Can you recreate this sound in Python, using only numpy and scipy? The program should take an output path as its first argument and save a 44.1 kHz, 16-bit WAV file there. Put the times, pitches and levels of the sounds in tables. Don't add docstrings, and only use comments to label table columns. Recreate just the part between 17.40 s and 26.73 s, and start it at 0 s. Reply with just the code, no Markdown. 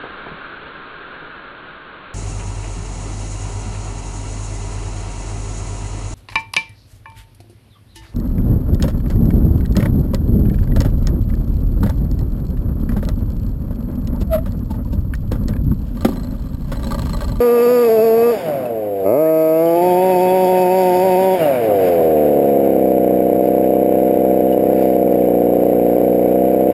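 import sys
import numpy as np
from scipy import signal
from scipy.fft import rfft, irfft, next_fast_len
from scipy.io import wavfile
from scipy.ndimage import uniform_filter1d, minimum_filter1d, map_coordinates

SR = 44100
rng = np.random.default_rng(int(sys.argv[2]) if len(sys.argv) > 2 else 0)


def transcribe(u):
    v = np.clip(np.atleast_2d(u).T, -1, 1)
    q = np.round(v * 32767).astype(np.int16)
    wavfile.write(sys.argv[1], SR, q)


N = 411453
TIME = np.arange(N) / SR


def amp(db):
    return np.exp(np.asarray(db) * (np.log(10) / 20))


def unit(x):
    return x / np.sqrt(np.mean(x ** 2) + 1e-20)


def steady(x, size=4096):
    power = uniform_filter1d(uniform_filter1d(x * x, size), size // 2)
    return x / np.sqrt(np.abs(power) + 1e-14)


def ramp(x, lo, hi):
    return np.clip((x - lo) / (hi - lo), 0, 1)


def blend(a, b, share):
    return a + share * (b - a)


def curve(rows):
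    return np.interp(TIME, *np.transpose(rows))


def wobble(rate_hz):
    knots = rng.standard_normal(int(N * rate_hz / SR) + 4)
    coarse = np.arange(0, N, 64)
    return np.interp(np.arange(N), coarse, map_coordinates(knots, [coarse * rate_hz / SR]))


def pulses(at, sizes):
    whole, part = at.astype(int), at % 1
    before = np.bincount(whole, sizes * (1 - part), N + 2)
    after = np.bincount(whole + 1, sizes * part, N + 2)
    return (before + after)[:N]


def ring(x, spectrum, size=4096):
    hz = np.fft.rfftfreq(size, 1 / SR) + 1
    points_hz, points_db = np.transpose(spectrum)
    beyond = np.abs(np.log(hz / np.clip(hz, points_hz[0], points_hz[-1])))
    gain = amp(np.interp(np.log(hz), np.log(points_hz), points_db) - 20 * beyond)
    cepstrum = irfft(np.log(gain + 1e-6))
    cepstrum[1:size // 2] *= 2
    cepstrum[size // 2 + 1:] = 0
    impulse_response = irfft(np.exp(rfft(cepstrum)))
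    return signal.oaconvolve(np.float32(x), np.float32(impulse_response))[:N]


def filtered(x, response):
    size = next_fast_len(N + SR // 10, True)
    gain = np.complex64(response(np.fft.rfftfreq(size, 1 / SR)))
    return irfft(rfft(np.float32(x), size) * gain, size)[:N]


# open_s, shut_s, closing_s, rest_hz, drag_hz, shut_exhaust_db, rasp_and_gears_db, gravel_db, chassis_db
THROTTLE_BURSTS = [(-.5, .905, 0.11, 80.5, 135, -5.5, -8, -2, 0.5),
                   (1.645, 3.953, 0.057, 64.53, 180.4, 1, 0.5, -0.5, 3)]


def throttle_opening(opening_s=0.019, lead_s=0.017):
    return sum(ramp(TIME - open_s, 0, opening_s) * (1 - ramp(TIME - shut_s + lead_s, 0, closing_s))
               for open_s, shut_s, closing_s, *_ in THROTTLE_BURSTS)


def burst_db(layer, smoothing=2000):
    rows = np.array(THROTTLE_BURSTS)
    column = 5 + ["shut_exhaust", "rasp_and_gears", "gravel", "chassis"].index(layer)
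    latest = np.searchsorted(rows[:, 0], TIME) - 1
    return uniform_filter1d(rows[latest, column], smoothing)


def run_down(from_hz, rest_hz, drag_hz, t, friction_s=0.426):
    excess_hz = from_hz - rest_hz
    decay = np.exp(-np.maximum(t, 0) / friction_s)
    return rest_hz + excess_hz * decay / (1 + excess_hz / drag_hz * (1 - decay))


# time_s, speed_hz
CRANK_SCREAMING = [(0.0, 241.6), (0.076, 237), (0.132, 240.0), (0.212, 237.2), (0.224, 240.8), (0.35, 248),
                   (0.47, 229.3), (0.492, 222.4), (0.608, 220.3), (0.642, 227.9), (0.724, 224.1),
                   (0.92, 238.5)]
CRANK_PULLING = [(1.82, 158.9), (2.11, 158.6), (2.24, 165.8), (2.34, 168.3), (2.5, 185.7), (2.53, 177.7),
                 (2.7, 186.6), (2.78, 180.3), (2.82, 185.3), (3.28, 182.9), (3.32, 184.4), (3.39, 189.7),
                 (3.49, 180), (3.56, 181.6), (3.64, 189.7), (3.76, 179.8), (3.79, 187.6), (3.94, 188.6)]
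CRANK_IDLING = [(5.4, 65.03), (5.66, 62.6), (6.2, 64.38), (6.99, 64.17), (7.39, 64.94), (7.56, 63.37),
                (7.77, 61.93), (8.03, 59.55), (8.26, 61.78), (8.46, 59.0), (8.66, 61.8), (8.88, 60.56),
                (8.97, 63.1), (9.33, 65.2)]


def crankshaft(spin_up_s=0.18, idle_from_s=5.3, settle_s=0.106, flutter=0.0014, slip=0.00592,
               bounce=0.006):
    speed = idle = curve(CRANK_IDLING)
    for burst, loaded in zip(THROTTLE_BURSTS, (CRANK_SCREAMING, CRANK_PULLING)):
        open_s, shut_s, _, rest_hz, drag_hz, *_ = burst
        spin_up = np.sin(np.pi / 2 * ramp(TIME - open_s, 0, spin_up_s)) ** 2
        speed = blend(speed, curve(loaded), spin_up)
        coasting = run_down(speed[int(shut_s * SR)], rest_hz, drag_hz, TIME - shut_s)
        speed = np.where(TIME < shut_s, speed, coasting)
    speed = blend(speed, idle, ramp(TIME - idle_from_s, 0, settle_s))
    racing = ramp(speed, 157.4, 185)
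    return speed * (1 + (flutter + slip * racing) * wobble(45) + bounce * racing * wobble(22))


def strokes(speed, turns, scatter_db=0.37, jitter_s=6e-6, idle_jitter_s=8e-5, max_turns=2000):
    at = np.interp(np.arange(1, int(turns[-1])), turns, np.arange(N))
    timing, strength = rng.standard_normal((max_turns, 2))[:len(at)].T
    uneven_s = jitter_s + idle_jitter_s * (1 - ramp(speed[at.astype(int)], 83, 120))
    return np.clip(at + uneven_s * SR * timing, 0, N - 1), amp(scatter_db * strength)


def on_pipe(speed, lo_hz=165, hi_hz=177):
    return ramp(speed, lo_hz, hi_hz)


# frequency_hz, gain_db
PULLING_PULSE = [(100, -11.5), (160, -10.5), (320, 0), (470, 2.5), (630, 8.5), (690, -1), (780, -18.5),
                 (840, -10.5), (950, -18.5), (1100, -21), (1260, -15), (1430, -42.5), (1600, -32),
                 (1800, -46), (2100, -24.5), (3000, -48)]
ON_PIPE_PULSE = [(100, -38), (183, 13.5), (370, 23), (520, 15.5), (580, 27), (750, 19), (950, 14.5),
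                 (1080, -16.5), (1280, -12.5), (1470, -10), (1700, -27), (2550, -40), (3200, -51),
                 (5500, -58.5)]
SCREAMING_PULSE = [(120, -39), (225, -9.5), (440, 5.5), (495, 4), (660, 1), (725, -18), (880, -26),
                   (970, -17.5), (1100, -26), (1200, -12.5), (1380, -33.5), (1680, -35), (2080, -39),
                   (2400, -41), (4500, -52)]


def open_exhaust(speed, puffs, pulling_db=-12.5, screaming_db=-11):
    pull, pipe, scream = [steady(ring(puffs, spectrum))
                          for spectrum in (PULLING_PULSE, ON_PIPE_PULSE, SCREAMING_PULSE)]
    screaming = ramp(speed, 198, 213)
    tone = blend(blend(pull, pipe, on_pipe(speed)), scream, screaming)
    return amp(blend(pulling_db, screaming_db, screaming)) * steady(tone)


# frequency_hz, gain_db
INTAKE_SPECTRUM = [(500, -19), (900, 13), (1180, -33), (1420, 4), (1800, 1), (2300, 3), (2650, -2),
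                   (3000, -2.5), (3300, -14.5), (3750, -9), (4150, -20), (5200, -15), (6000, -54.5)]


def rasp(speed, wheels, turns, throttle, puffs, base_db=-47, engine_db_per_hz=0.0421,
         wheel_db_per_hz=0.0539, labouring_db=-12, on_pipe_db=-5.5):
    swell = 1 + 0.12 * np.cos(2 * np.pi * (turns - 0.15))
    noise = unit(ring(swell * rng.standard_normal(N), INTAKE_SPECTRUM))
    buzz = steady(ring(-puffs, INTAKE_SPECTRUM))
    buzz_share = 0.65 * throttle
    speed_db = engine_db_per_hz * speed + wheel_db_per_hz * wheels
    load_db = throttle * blend(labouring_db, on_pipe_db, on_pipe(speed))
    db = base_db + speed_db + load_db + burst_db("rasp_and_gears") + 0.37 * spurt_db() + wobble(40)
    return amp(db) * (np.sqrt(1 - buzz_share) * noise + np.sqrt(buzz_share) * buzz)


# frequency_hz, gain_db
METAL_MODES = [(2200, -10.5), (2500, 1), (2570, 17.5), (2650, 8.5), (3000, -31), (3490, -28), (4050, -49),
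               (4600, 8), (4850, -21), (5130, -0.5), (5600, -24.5)]


def whine(speed, throttle, puffs, labouring_db=-54, on_pipe_db=-42, flicker_db=2):
    db = blend(labouring_db, on_pipe_db, on_pipe(speed)) + flicker_db * wobble(11)
    return steady(ring(puffs, METAL_MODES)) * throttle * amp(db)


# time_s, grip_ratio
CLUTCH_GRIP = [(1.12, 1), (1.45, 0.17), (1.65, 0.15), (1.87, .58), (2.25, 0.96), (4.5, 0.94), (5.6, 0)]


def clutch(speed):
    return speed * np.clip(curve(CLUTCH_GRIP), 0, 1)


def gears(speed, wheels, throttle, teeth=19, base_db=-50, slipping_db=1, overrun_db=9, flutter=0.033,
          flicker_db=5):
    mesh_hz = teeth * wheels * (1 + flutter * wobble(400))
    cycles = np.cumsum(mesh_hz) / SR
    strain_db = blend(overrun_db, slipping_db * (1 - wheels / speed), throttle)
    db = base_db + strain_db + burst_db("rasp_and_gears") + flicker_db * wobble(25)
    return amp(db) * ramp(speed, 95, 155) * np.sin(2 * np.pi * cycles)


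# centre_s, offset_db
GRIT_SPURTS = [(0.218, 4.5), (0.451, 6.5), (1.08, 3.5), (2.48, -3), (2.702, 1.5), (3.468, 5.5),
               (3.732, 5.5), (4.461, 11), (6.722, 3.5), (7.42, 10)]


def spurt_db(width_s=0.06):
    return sum(db * np.exp(-0.5 * ((TIME - centre_s) / width_s) ** 2) for centre_s, db in GRIT_SPURTS)


# frequency_hz, gain_db
GRIT_SPECTRUM = [(1000, -11.5), (2500, -23.5), (3200, -1.5), (3550, -0.5), (4100, -16.5), (4600, 3.5),
                 (5200, -1.5), (5600, -8), (6000, -28.5)]


def gravel(wheels, turns, crawl_db=-66, fast_db=-47.5, fast_hz=180, flicker_db=2, count=2500):
    stone_at = rng.uniform(0, N - 1, count)
    stones = pulses(stone_at, amp(5 * np.minimum(rng.exponential(size=count), 4)))
    grit = rng.standard_normal(N) * (1 + 0.13 * np.cos(2 * np.pi * (turns - 0.2)))
    speed_db = blend(crawl_db, fast_db, ramp(wheels, 0, fast_hz) ** 2)
    db = speed_db + spurt_db() + burst_db("gravel") + flicker_db * wobble(16)
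    return unit(ring(grit + 0.47 * unit(stones), GRIT_SPECTRUM)) * amp(db)


# frequency_hz, gain_db
FRAME_SPECTRUM = [(25, -42), (70, -18), (140, -6.5), (300, -4), (480, -4.5), (680, 0.5), (850, -16),
                  (1100, -19.5), (1600, -32), (2500, -58)]


def chassis(speed, wheels, throttle, standing_db=-35, rolling_db=-26, rolling_hz=90, labouring_db=-13,
            on_pipe_db=-4, lumps_db=2):
    speed_db = blend(standing_db, rolling_db, ramp(wheels, 0, rolling_hz))
    load_db = throttle * blend(labouring_db, on_pipe_db, on_pipe(speed))
    bumps = rng.standard_normal(N) * amp(lumps_db * wobble(45))
    return unit(ring(bumps, FRAME_SPECTRUM)) * amp(speed_db + load_db + burst_db("chassis"))


# frequency_hz, gain_db
AIR_SPECTRUM = [(25, -13.5), (55, -10), (120, -33)]


def air_rumble(level_db=-62):
    return amp(level_db) * unit(ring(rng.standard_normal(N), AIR_SPECTRUM))


# frequency_hz, gain_db
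OVERRUN_PULSE = [(120, -17.5), (170, -8), (300, -11), (420, -18.5), (490, -3.5), (560, 6), (690, -3),
                 (760, -9.5), (850, -30), (1100, -27.5), (1400, -25.5), (2700, -47.5), (4000, -47)]
COASTING_PULSE = [(70, -19.5), (130, -12), (190, -14), (310, -5.5), (360, -5.5), (430, 1), (510, 7),
                  (600, -3.5), (690, 0), (770, -10.5), (870, -42), (1080, -55), (1400, -56.5), (2500, -43)]
# speed_hz, level_db
SHUT_SWELL = [(64, -13.5), (76, -13), (88, -13.5), (100, -14.5), (121, -17.5), (142, -14.5), (160, -13.5),
              (185, -28.5)]


def shut_exhaust(speed, puffs, idle):
    overrun = steady(ring(puffs, OVERRUN_PULSE))
    coast = steady(silencer(ring(puffs, COASTING_PULSE), centre_hz=494, width_hz=100))
    slow = blend(idle, coast, ramp(speed, 65, 82.7))
    tone = blend(slow, overrun, ramp(speed, 114.5, 122))
    db = np.interp(speed, *np.transpose(SHUT_SWELL)) + burst_db("shut_exhaust")
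    return amp(db) * steady(tone)


def silencer(x, centre_hz, width_hz):
    radius = np.exp(-np.pi * width_hz / SR)
    denominator = [1, -2 * radius * np.cos(2 * np.pi * centre_hz / SR), radius * radius]
    return signal.lfilter(denominator[::-1], denominator, x)


# start_s, level_db, pitch_hz
STONE_STRIKES = [(1.255, -34.5, 2600), (1.6018, -52, 3670), (4.1208, -39.5, 2963), (7.1258, -33.5, 2902)]


def clinks(t60_s=0.084, gain_db=-1):
    out = np.zeros(N + SR)
    t = np.arange(SR // 10) / SR
    for start_s, level_db, pitch_hz in STONE_STRIKES:
        tone = np.sin(2 * np.pi * pitch_hz * t) + 0.4 * rng.standard_normal(len(t))
        out[round(start_s * SR):][:len(t)] += amp(level_db + gain_db - 60 * t / t60_s) * tone
    return out[:N]


# time_s, extra_db
HARD_BANGS = [(6.428, 5), (6.771, 6), (7.672, 0.5), (9.297, 2)]


def firings(at, scatter_db=3.5, slip_chance=0.05):
    slips = np.cumsum(rng.random(len(at)) < slip_chance)
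    fires = (np.arange(len(at)) + slips) % 2
    sizes = fires * amp(scatter_db * rng.standard_normal(len(at)))
    for time_s, extra_db in HARD_BANGS:
        turn = np.argmin(np.abs(at - time_s * SR))
        sizes[turn - 1:turn + 2] = 0
        sizes[turn] = amp(extra_db)
    return sizes


# frequency_hz, gain_db
IDLE_PULSE = [(60, -15), (125, -13), (190, 1), (320, 5.5), (410, -1), (490, 11), (530, 4), (578, 6),
              (640, -16.5), (700, 3.5), (770, -12.5), (830, -25.5), (1050, -57.5), (1250, -46)]
BANG_SPECTRUM = [(60, -45.5), (100, -4), (150, -43.5), (220, -6), (300, 6.5), (410, 0), (485, 9.5),
                 (600, 2), (740, -2.5), (850, -35.5), (1070, -21.5), (1180, -47), (3000, -81.5)]
CRACK_SPECTRUM = [(200, -12), (380, 2), (560, 3), (760, 3), (1000, -31.5), (1400, -50.5), (2000, -34),
                  (2300, -21.5), (2600, -48.5), (3300, -49), (4200, -58.5)]


def idle_exhaust(at, puffs, burnt_share=0.22, bang_share=0.6, crack_db=-12):
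    bangs = pulses(at, firings(at))
    burble = silencer(ring(puffs - burnt_share * bangs, IDLE_PULSE), centre_hz=510, width_hz=85)
    body = steady(burble + bang_share * ring(bangs, BANG_SPECTRUM))
    return body + amp(crack_db) * steady(ring(bangs, CRACK_SPECTRUM))


def scene():
    speed = crankshaft()
    turns = np.cumsum(speed) / SR
    throttle = throttle_opening()
    wheels = clutch(speed)
    at, sizes = strokes(speed, turns)
    puffs = pulses(at, sizes)
    idle = idle_exhaust(at, puffs)
    exhaust = blend(shut_exhaust(speed, puffs, idle), open_exhaust(speed, puffs), throttle)
    engine = exhaust + rasp(speed, wheels, turns, throttle, puffs) + whine(speed, throttle, puffs)
    truck = gears(speed, wheels, throttle) + gravel(wheels, turns) + chassis(speed, wheels, throttle)
    return (engine + truck + clinks() + air_rumble())[None]


def limiter(x, ceiling=0.95, size=220):
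    needed = np.minimum(1, ceiling / (np.abs(x) + 1e-9))
    return x * uniform_filter1d(minimum_filter1d(needed, 2 * size), size)


def record(dry, hold_hz=12000, mirror_db=-0.8, faint_mirror_hz=8100, faint_mirror_db=-23, top_hz=15750):
    fade = np.minimum(1, np.minimum(TIME, TIME[-1] - TIME) / 0.004)
    sound = filtered(limiter(dry[0]) * fade, lambda hz: np.clip((hold_hz / 2 - hz) / 400, 0, 1))
    carriers = amp(mirror_db) * np.cos(2 * np.pi * hold_hz * TIME)
    carriers += amp(faint_mirror_db) * np.cos(2 * np.pi * faint_mirror_hz * TIME)
    steps = 2 * carriers * filtered(sound, lambda hz: 1j * hz)
    mirrors = filtered(steps, lambda hz: -1j / np.maximum(hz, hold_hz / 2))
    return filtered(sound + mirrors, lambda hz: hz < top_hz)[None]


dry = scene()
out = record(dry)
transcribe(out)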